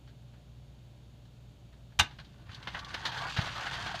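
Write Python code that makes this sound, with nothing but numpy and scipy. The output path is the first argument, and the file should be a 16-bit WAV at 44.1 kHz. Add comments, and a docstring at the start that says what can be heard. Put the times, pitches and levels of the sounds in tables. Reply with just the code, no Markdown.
"""A tin wind-up train on metal track snaps its brake off: quick noisy contacts excite the modes of its shell.
Its couplings and wheels clank, as bursts of two-band noise over the same modes.
Gears and wheels then rattle along the rails, as random trains of tiny impacts, with a low rumble.
Dull bumps are short pulsed tones and decaying low noise.
Behind them lie air noise, mains hum and a faint whine; a short reverberant tail follows the train."""
import sys
import numpy as np
from scipy import signal
from scipy.fft import rfft, irfft, next_fast_len
from scipy.io import wavfile
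from scipy.ndimage import uniform_filter1d, map_coordinates

SR = 44100
rng = np.random.default_rng(int(sys.argv[2]) if len(sys.argv) > 2 else 0)


def master_out(mix):
    """Clip the mix to full scale and print it as 16-bit PCM to the path in sys.argv[1]."""
    frames = np.transpose(np.atleast_2d(mix))
    ceiling = np.clip(frames, -1, 1)
    pcm = np.round(ceiling * 32767).astype(np.int16)
    wavfile.write(sys.argv[1], SR, pcm)


N = 176400  # samples: 4 s


def amp(db):
    """Logarithmic level: decibels to amplitude gain."""
    return 10 ** (np.asarray(db) / 20)


def unit(x):
    """Normalization of power: scale to rms 1."""
    return x / np.sqrt(np.mean(x ** 2) + 1e-20)


def along(points, hz):
    """Logarithmic frequency scale: (f/Hz, value) points interpolated along it."""
    f, v = np.transpose(points)
    return np.interp(np.log(hz + 1), np.log(f + 1), v)


def filtered(x, response):
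    """Linear filtering: the spectrum of x times a response of frequency."""
    m = next_fast_len(len(x) + 8192)
    spectrum = rfft(x, m) * response(np.fft.rfftfreq(m, 1 / SR))
    return irfft(spectrum, m)[:len(x)]


def coloured(x, colour):
    """Spectral shaping: x filtered by a (f/Hz, level/dB) curve, at rms 1."""
    return unit(filtered(x, lambda hz: amp(along(colour, hz))))


def noise(colour, size):
    """Coloured noise: shaped Gaussian noise of rms 1."""
    return coloured(rng.standard_normal(size), colour)


def wobble(rate):
    """Slow random modulation: a smooth curve with rate knots a second."""
    knots = rng.standard_normal(4096)
    return map_coordinates(knots, [np.arange(N) * rate / SR + 2], mode="wrap")


def fade(t, t60):
    """Exponential decay: amplitude falls by 60 dB in t60 seconds."""
    return np.exp(-np.log(1000) * t / t60)


def onset(t, rise_s):
    """Exponential rise: a contact approaches full force with time constant rise_s."""
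    return 1 - np.exp(-t / rise_s)


def add(track, s, sound):
    """Superposition: mix a sound into the track at s seconds."""
    part = track[round(s * SR):][:len(sound)]
    part += sound[:len(part)]


# spectrum of the air noise: f/Hz, level/dB
AIR_COLOUR = [(15, -20.5), (32, -7.5), (60, -1.5), (85, -4), (135, 4), (180, -5.5), (280, -11),
              (350, -15.5), (510, -19), (680, -18), (1200, -28), (1450, -27.5), (1950, -31.5), (3000, -26),
              (3800, -27.5), (5500, -36.5), (6900, -35.5), (8500, -42.5), (15000, -46)]
# partials of the mains hum: f/Hz, rms level/dB
MAINS_HUM = [(59.6, -57.5), (119.3, -58.5), (581, -77)]
# partials of the faint electrical whine: f/Hz, rms level/dB
ELECTRICAL_WHINE = [(3693, -86), (4474, -85.5), (6697, -89)]
AIR_DB = -56


def room_tone(waver_rad=0.27):
    """Additive synthesis over broadband noise: phase-modulated hum, steady whine and soft air."""
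    t = np.arange(N) / SR
    tones = np.zeros(N)
    for hz, db in MAINS_HUM:
        tones += amp(db) * np.sin(2 * np.pi * hz * t + waver_rad * wobble(9))
    for hz, db in ELECTRICAL_WHINE:
        tones += amp(db) * np.sin(2 * np.pi * hz * t)
    return amp(AIR_DB) * noise(AIR_COLOUR, N) + np.sqrt(2) * tones  # sqrt(2): rms to peak


# reverberation time of the room: f/Hz, t60/s
ROOM_T60 = [(100, .3), (1000, 0.24), (4000, 0.2), (12000, 0.12)]


def room(x):
    """Reverberation: convolution with a diffuse tail whose treble dies first."""
    hz, t, z = signal.stft(rng.standard_normal(SR // 2), SR, nperseg=256)
    decay = fade(t, along(ROOM_T60, hz)[:, None])
    tail = signal.istft(z * decay, SR, nperseg=256)[1]
    delayed = np.pad(tail, (SR // 200, 0))  # 5 ms before the tail
    return signal.fftconvolve(x, delayed / np.linalg.norm(tail))[:N]


# dull bumps of the train on the table: t/s at the peak, f/Hz, level/dB, half-length/s (to 1/e)
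TABLE_BUMPS = [(2.008, 85, -23.5, 0.013), (2.5, 103, -39, 0.0093), (3.3923, 121, -19, .0055),
               (3.393, 837, -27.5, 0.0019), (3.947, 714, -31.5, 0.0031)]
# boxy thuds of the track under the heaviest jolts: t/s, level/dB
TRACK_THUDS = [(1.997, -22), (3.056, -46), (3.39, -37)]
# spectrum of the thuds: f/Hz, level/dB
THUD_SPECTRUM = [(60, 3), (160, -4), (300, -14), (450, -9), (900, -43), (1800, -35), (6000, -70)]
THUD_T60_S = 0.055
STRIKE_S = 0.0014  # rise time constant of thuds and clanks


def bumps():
    """Impulse response of heavy bodies: jolts rock the table as Gaussian tone pulses and knock the track."""
    out, t = np.zeros(N), np.arange(SR // 2) / SR
    for s, hz, db, half in TABLE_BUMPS:
        lag = np.arange(N) / SR - s
        out += amp(db) * np.exp(-(lag / half) ** 2) * np.cos(2 * np.pi * hz * lag)
    for s, db in TRACK_THUDS:
        envelope = onset(t, STRIKE_S) * fade(t, THUD_T60_S)
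        add(out, s, amp(db) * envelope * noise(THUD_SPECTRUM, len(t)))
    return out


def chatter(rate, spread_db, t60):
    """Poisson impacts: random tiny metal contacts, rate a second, sum in power to a noise envelope."""
    struck = rng.random(N) < rate / SR
    hits = struck * amp(spread_db * np.clip(rng.standard_normal(N), -2, 2))
    decay = fade(np.arange(SR // 8) / SR, t60)
    power = signal.fftconvolve(hits ** 2, decay ** 2)[:N]
    return unit(np.sqrt(np.abs(power)) * rng.standard_normal(N))


def patchy(x, depth_db):
    """Time-varying resonance: smoothed random gains come and go as the wheels move along the rails."""
    z = signal.stft(x, nperseg=1024)[2]
    field = uniform_filter1d(rng.standard_normal(z.shape), size=3, axis=0)  # across frequency
    field = uniform_filter1d(field, size=9, axis=1)  # across time
    return signal.istft(z * amp(depth_db * unit(field)), nperseg=1024)[1][:N]


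# resonances of wheels and rails: f/Hz, bandwidth/Hz, level/dB
RAIL_MODES = [(900, 92, -5), (1162, 29, 6.5), (1527, 120, 1), (3240, 100, -5.5), (4140, 120, -10),
              (4650, 170, -16)]


def rail_response(f):
    """Modal superposition: band-pass resonances of wheels and rails, alternating in sign."""
    total = 0
    for k, (hz, width, db) in enumerate(RAIL_MODES):
        total = total + (-1) ** k * amp(db) * 1j * f * width / (hz * hz - f * f + 1j * f * width)
    return total


# course of the rolling: t/s, wheel rattle level/dB, gear whir level/dB (before GEAR_DB)
ROLL_LEVELS = [(2.2, -77.5, -71), (2.46, -69, -71), (2.53, -62, -58), (2.6, -58, -63), (2.71, -58, -56.5),
               (2.78, -48, -49), (2.82, -53, -59.5), (2.9, -52, -53), (3.02, -47.5, -51),
               (3.16, -42.5, -46.5), (3.271, -39, -46), (3.33, -55, -46), (3.45, -40, -44.5),
               (3.52, -49.5, -45.5), (3.57, -42, -47), (3.68, -42, -44.5), (3.8, -43, -47),
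               (4.0, -46, -45.5)]
# spectra of wheels, gears, ticks and rumble: f/Hz, level/dB
WHEEL_SPECTRUM = [(150, -62), (300, -19.5), (480, -10.5), (620, -8), (740, 0), (1100, 2), (1300, -2.5),
                  (1550, 3), (1900, -2), (2400, -15), (3200, -64)]
GEAR_SPECTRUM = [(1300, -24), (2200, -4.5), (2600, -2), (3200, -1.5), (4300, -6), (4800, -6), (5400, -14),
                 (6300, -14), (8000, -24), (11000, -33.5), (15000, -47)]
TICK_SPECTRUM = [(300, -22), (800, 4), (1600, 14), (2300, 1), (3500, 10.5), (4700, -26), (6500, -6.5),
                 (9000, -18.5), (15000, -27)]
RUMBLE_SPECTRUM = [(30, -4), (70, -3.5), (130, 5), (200, -6.5), (400, -18), (800, -51.5)]
ROLL_START_S = 2.1
GEAR_DB = -0.5
RAIL_DB, TICK_DB = -7, -5.5  # relative to wheels and to gears
RUMBLE_DB = -49.5  # at the loudest wheel rattle
RUMBLE_GROWS = 0.24  # dB of rumble per dB of wheel rattle


def rolling():
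    """Stochastic impact excitation: wheels and gears chatter, loose parts tick, rails ring, table rumbles."""
    t = np.arange(N) / SR
    s, wheel, gear = np.transpose(ROLL_LEVELS)
    wheel_db, gear_db = np.interp(t, s, wheel), np.interp(t, s, gear)
    wheels = coloured(chatter(rate=480, spread_db=2.8, t60=.045), WHEEL_SPECTRUM)
    rails = unit(filtered(chatter(rate=200, spread_db=3.5, t60=.04), rail_response))
    gears = coloured(chatter(rate=480, spread_db=2.6, t60=.045), GEAR_SPECTRUM)
    ticks = coloured(chatter(rate=70, spread_db=4, t60=.016), TICK_SPECTRUM)
    rattle = amp(wheel_db) * (wheels + amp(RAIL_DB) * rails)
    rattle += amp(gear_db + GEAR_DB) * (gears + amp(TICK_DB) * ticks)
    rumble_db = RUMBLE_DB + RUMBLE_GROWS * (wheel_db - wheel.max())
    rumble = amp(rumble_db) * noise(RUMBLE_SPECTRUM, N)
    fade_in = np.clip((t - ROLL_START_S) / .05, 0, 1)
    return (patchy(rattle, depth_db=1.86) + rumble) * fade_in


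# modes of the tin shell: f/Hz, level/dB (before random variation), t60/s (before damping)
SHELL_MODES = [(720, -10, .1), (882, 1, .12), (1162, -2, .12), (1523, 1, .1), (1700, -6, .1),
               (2107, -1, .13), (2540, -4, .12), (2783, -2, .12), (2838, -2, .11), (2955, -1, .12),
               (3055, -2, .11), (3356, -2, .11), (3464, -2, .11), (3662, -1, .12), (3852, -4, .1),
               (4027, -6, .11), (4846, -9, .09)]


def shell_ring(t, damping):
    """Modal synthesis: decaying shell modes, newly balanced at every blow; damping divides their t60."""
    ring = np.zeros(len(t))
    for k, (hz, db, t60) in enumerate(SHELL_MODES):
        level = amp(db + 2 * rng.normal())
        ring += (-1) ** k * level * fade(t * damping, t60) * np.sin(2 * np.pi * hz * t)
    return ring


# clanks of couplings and wheels: t/s, level/dB, treble level/dB (relative to body), t60/s of the clatter
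CLANK_EVENTS = [(.074, -59, -2.5, 0.15), (.335, -62.5, -12, 0.15), (1.253, -64.5, 2, .06),
                (1.725, -62.5, -4, 0.18), (1.92, -61, -9, 0.085), (2.108, -55, -3.5, 0.18),
                (2.186, -43, -5.5, 0.047), (2.196, -45.5, -3.5, 0.084), (2.245, -63, 6, 0.12),
                (2.492, -47, -13, 0.085), (2.514, -54.5, -1.5, 0.25), (2.545, -52, 14, 0.044),
                (2.582, -57, -26, 0.047), (2.626, -43.5, -5, 0.063), (2.672, -30, -9.5, 0.06),
                (2.681, -42, -4.5, 0.1), (2.746, -31.5, -13, 0.082), (2.767, -45, -6, 0.094),
                (2.791, -43, 4.5, 0.061), (2.846, -41, 4.5, 0.031), (2.904, -47, -11, 0.21),
                (2.942, -28, -3, 0.054), (3.052, -32, 0.5, 0.16), (3.062, -37.5, 3, 0.066),
                (3.116, -43, -2, 0.23), (3.176, -43.5, 3.5, .1), (3.216, -51.5, 13.5, 0.062),
                (3.364, -33, -4, 0.15), (3.371, -30, -4, .06), (3.387, -32.5, -7.5, 0.098),
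                (3.412, -37.5, 4, 0.042), (3.455, -39, -7, 0.33), (3.553, -43, 0, 0.13),
                (3.579, -47, 12.5, 0.027), (3.645, -36.5, -13, .04), (3.664, -32.5, -8, 0.099),
                (3.731, -41, 2.5, 0.2), (3.86, -35, -5.5, 0.15), (3.944, -31, -3, 0.01)]
# spectra of the clatter's body and treble: f/Hz, level/dB
BODY_SPECTRUM = [(100, -10), (300, -15.5), (550, -12.5), (720, -6.5), (1150, -10), (1600, -2), (2200, -10),
                 (3200, -13), (6000, -56)]
TREBLE_SPECTRUM = [(1200, -34), (2200, -25), (3000, 5), (4200, 5), (5200, -5), (6400, -9), (8000, -23.5),
                   (11000, -27), (15000, -35)]
CLANK_RING_DB = -23  # shell ring relative to the clatter's body


def clanks():
    """Inelastic collision: loose tin parts clatter as decaying noise, more or less bright, over the ring."""
    out, t = np.zeros(N), np.arange(SR // 2) / SR
    for s, db, treble_db, t60 in CLANK_EVENTS:
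        body = noise(BODY_SPECTRUM, len(t))
        treble = amp(treble_db) * noise(TREBLE_SPECTRUM, len(t))
        clatter = (body + treble) * fade(t, t60)
        ring = amp(CLANK_RING_DB) * shell_ring(t, damping=0.98)
        add(out, s, amp(db) * onset(t, STRIKE_S) * (clatter + ring))
    return out


def dying(colour, t60s):
    """Frequency-dependent damping: a noise burst whose every band dies at its own speed."""
    hz, t, z = signal.stft(noise(colour, SR // 2), SR, nperseg=128)
    decay = fade(t, along(t60s, hz)[:, None])
    return signal.istft(z * decay, SR, nperseg=128)[1][:SR // 2]


# contacts of the brake lever: t/s, level/dB, ring level/dB (relative to the crack)
BRAKE_CONTACTS = [(1.99, -20, -25), (1.9928, -20, -17), (1.9963, -11, -16.5), (2.001, -17.5, -16),
                  (2.008, -24, -15), (2.033, -42.5, -28)]
# spectrum of the crack: f/Hz, level/dB
CRACK_SPECTRUM = [(100, -8.5), (250, -9), (500, -28), (680, -9.5), (870, -1), (1020, -10), (1170, -1),
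                  (1350, -11.5), (1550, 1), (1850, -6.5), (2300, -1.5), (3000, 0), (3700, 6), (4600, -3),
                  (5400, -6), (6000, -1.5), (7200, -9.5), (9500, -17), (12300, -20), (15000, -25)]
# decay of the crack: f/Hz, t60/s
CRACK_DECAY = [(300, 0.14), (1500, 0.062), (4000, 0.023), (12000, 0.021)]
CRACK_RISE_S = 0.00063  # time constant


def brake():
    """Impact excitation: the lever snaps over in a few quick contacts that crack and ring the shell."""
    out, t = np.zeros(N), np.arange(SR // 2) / SR
    for s, db, ring_db in BRAKE_CONTACTS:
        crack = dying(CRACK_SPECTRUM, CRACK_DECAY)
        ring = amp(ring_db) * shell_ring(t, damping=1.5)
        add(out, s, amp(db) * onset(t, CRACK_RISE_S) * (crack + ring))
    return out


ROOM_DB = -15  # gain of the reverberant tail


def scene():
    """Superposition: the direct train, its reverberation and the room tone, in one channel."""
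    train = brake() + clanks() + bumps() + rolling()
    return (train + amp(ROOM_DB) * room(train) + room_tone())[None]


BOOM_HZ, TOP_HZ = 35.4, 15400  # band edges


def record(dry):
    """Band limitation: thin the deep bass and cut steeply above the top edge."""
    def response(hz):
        bass = hz ** 2 / np.sqrt(hz ** 4 + BOOM_HZ ** 4)
        return bass / np.sqrt(1 + (hz / TOP_HZ) ** 200)
    return np.array([filtered(x, response) for x in dry])


dry = scene()
out = record(dry)
master_out(out)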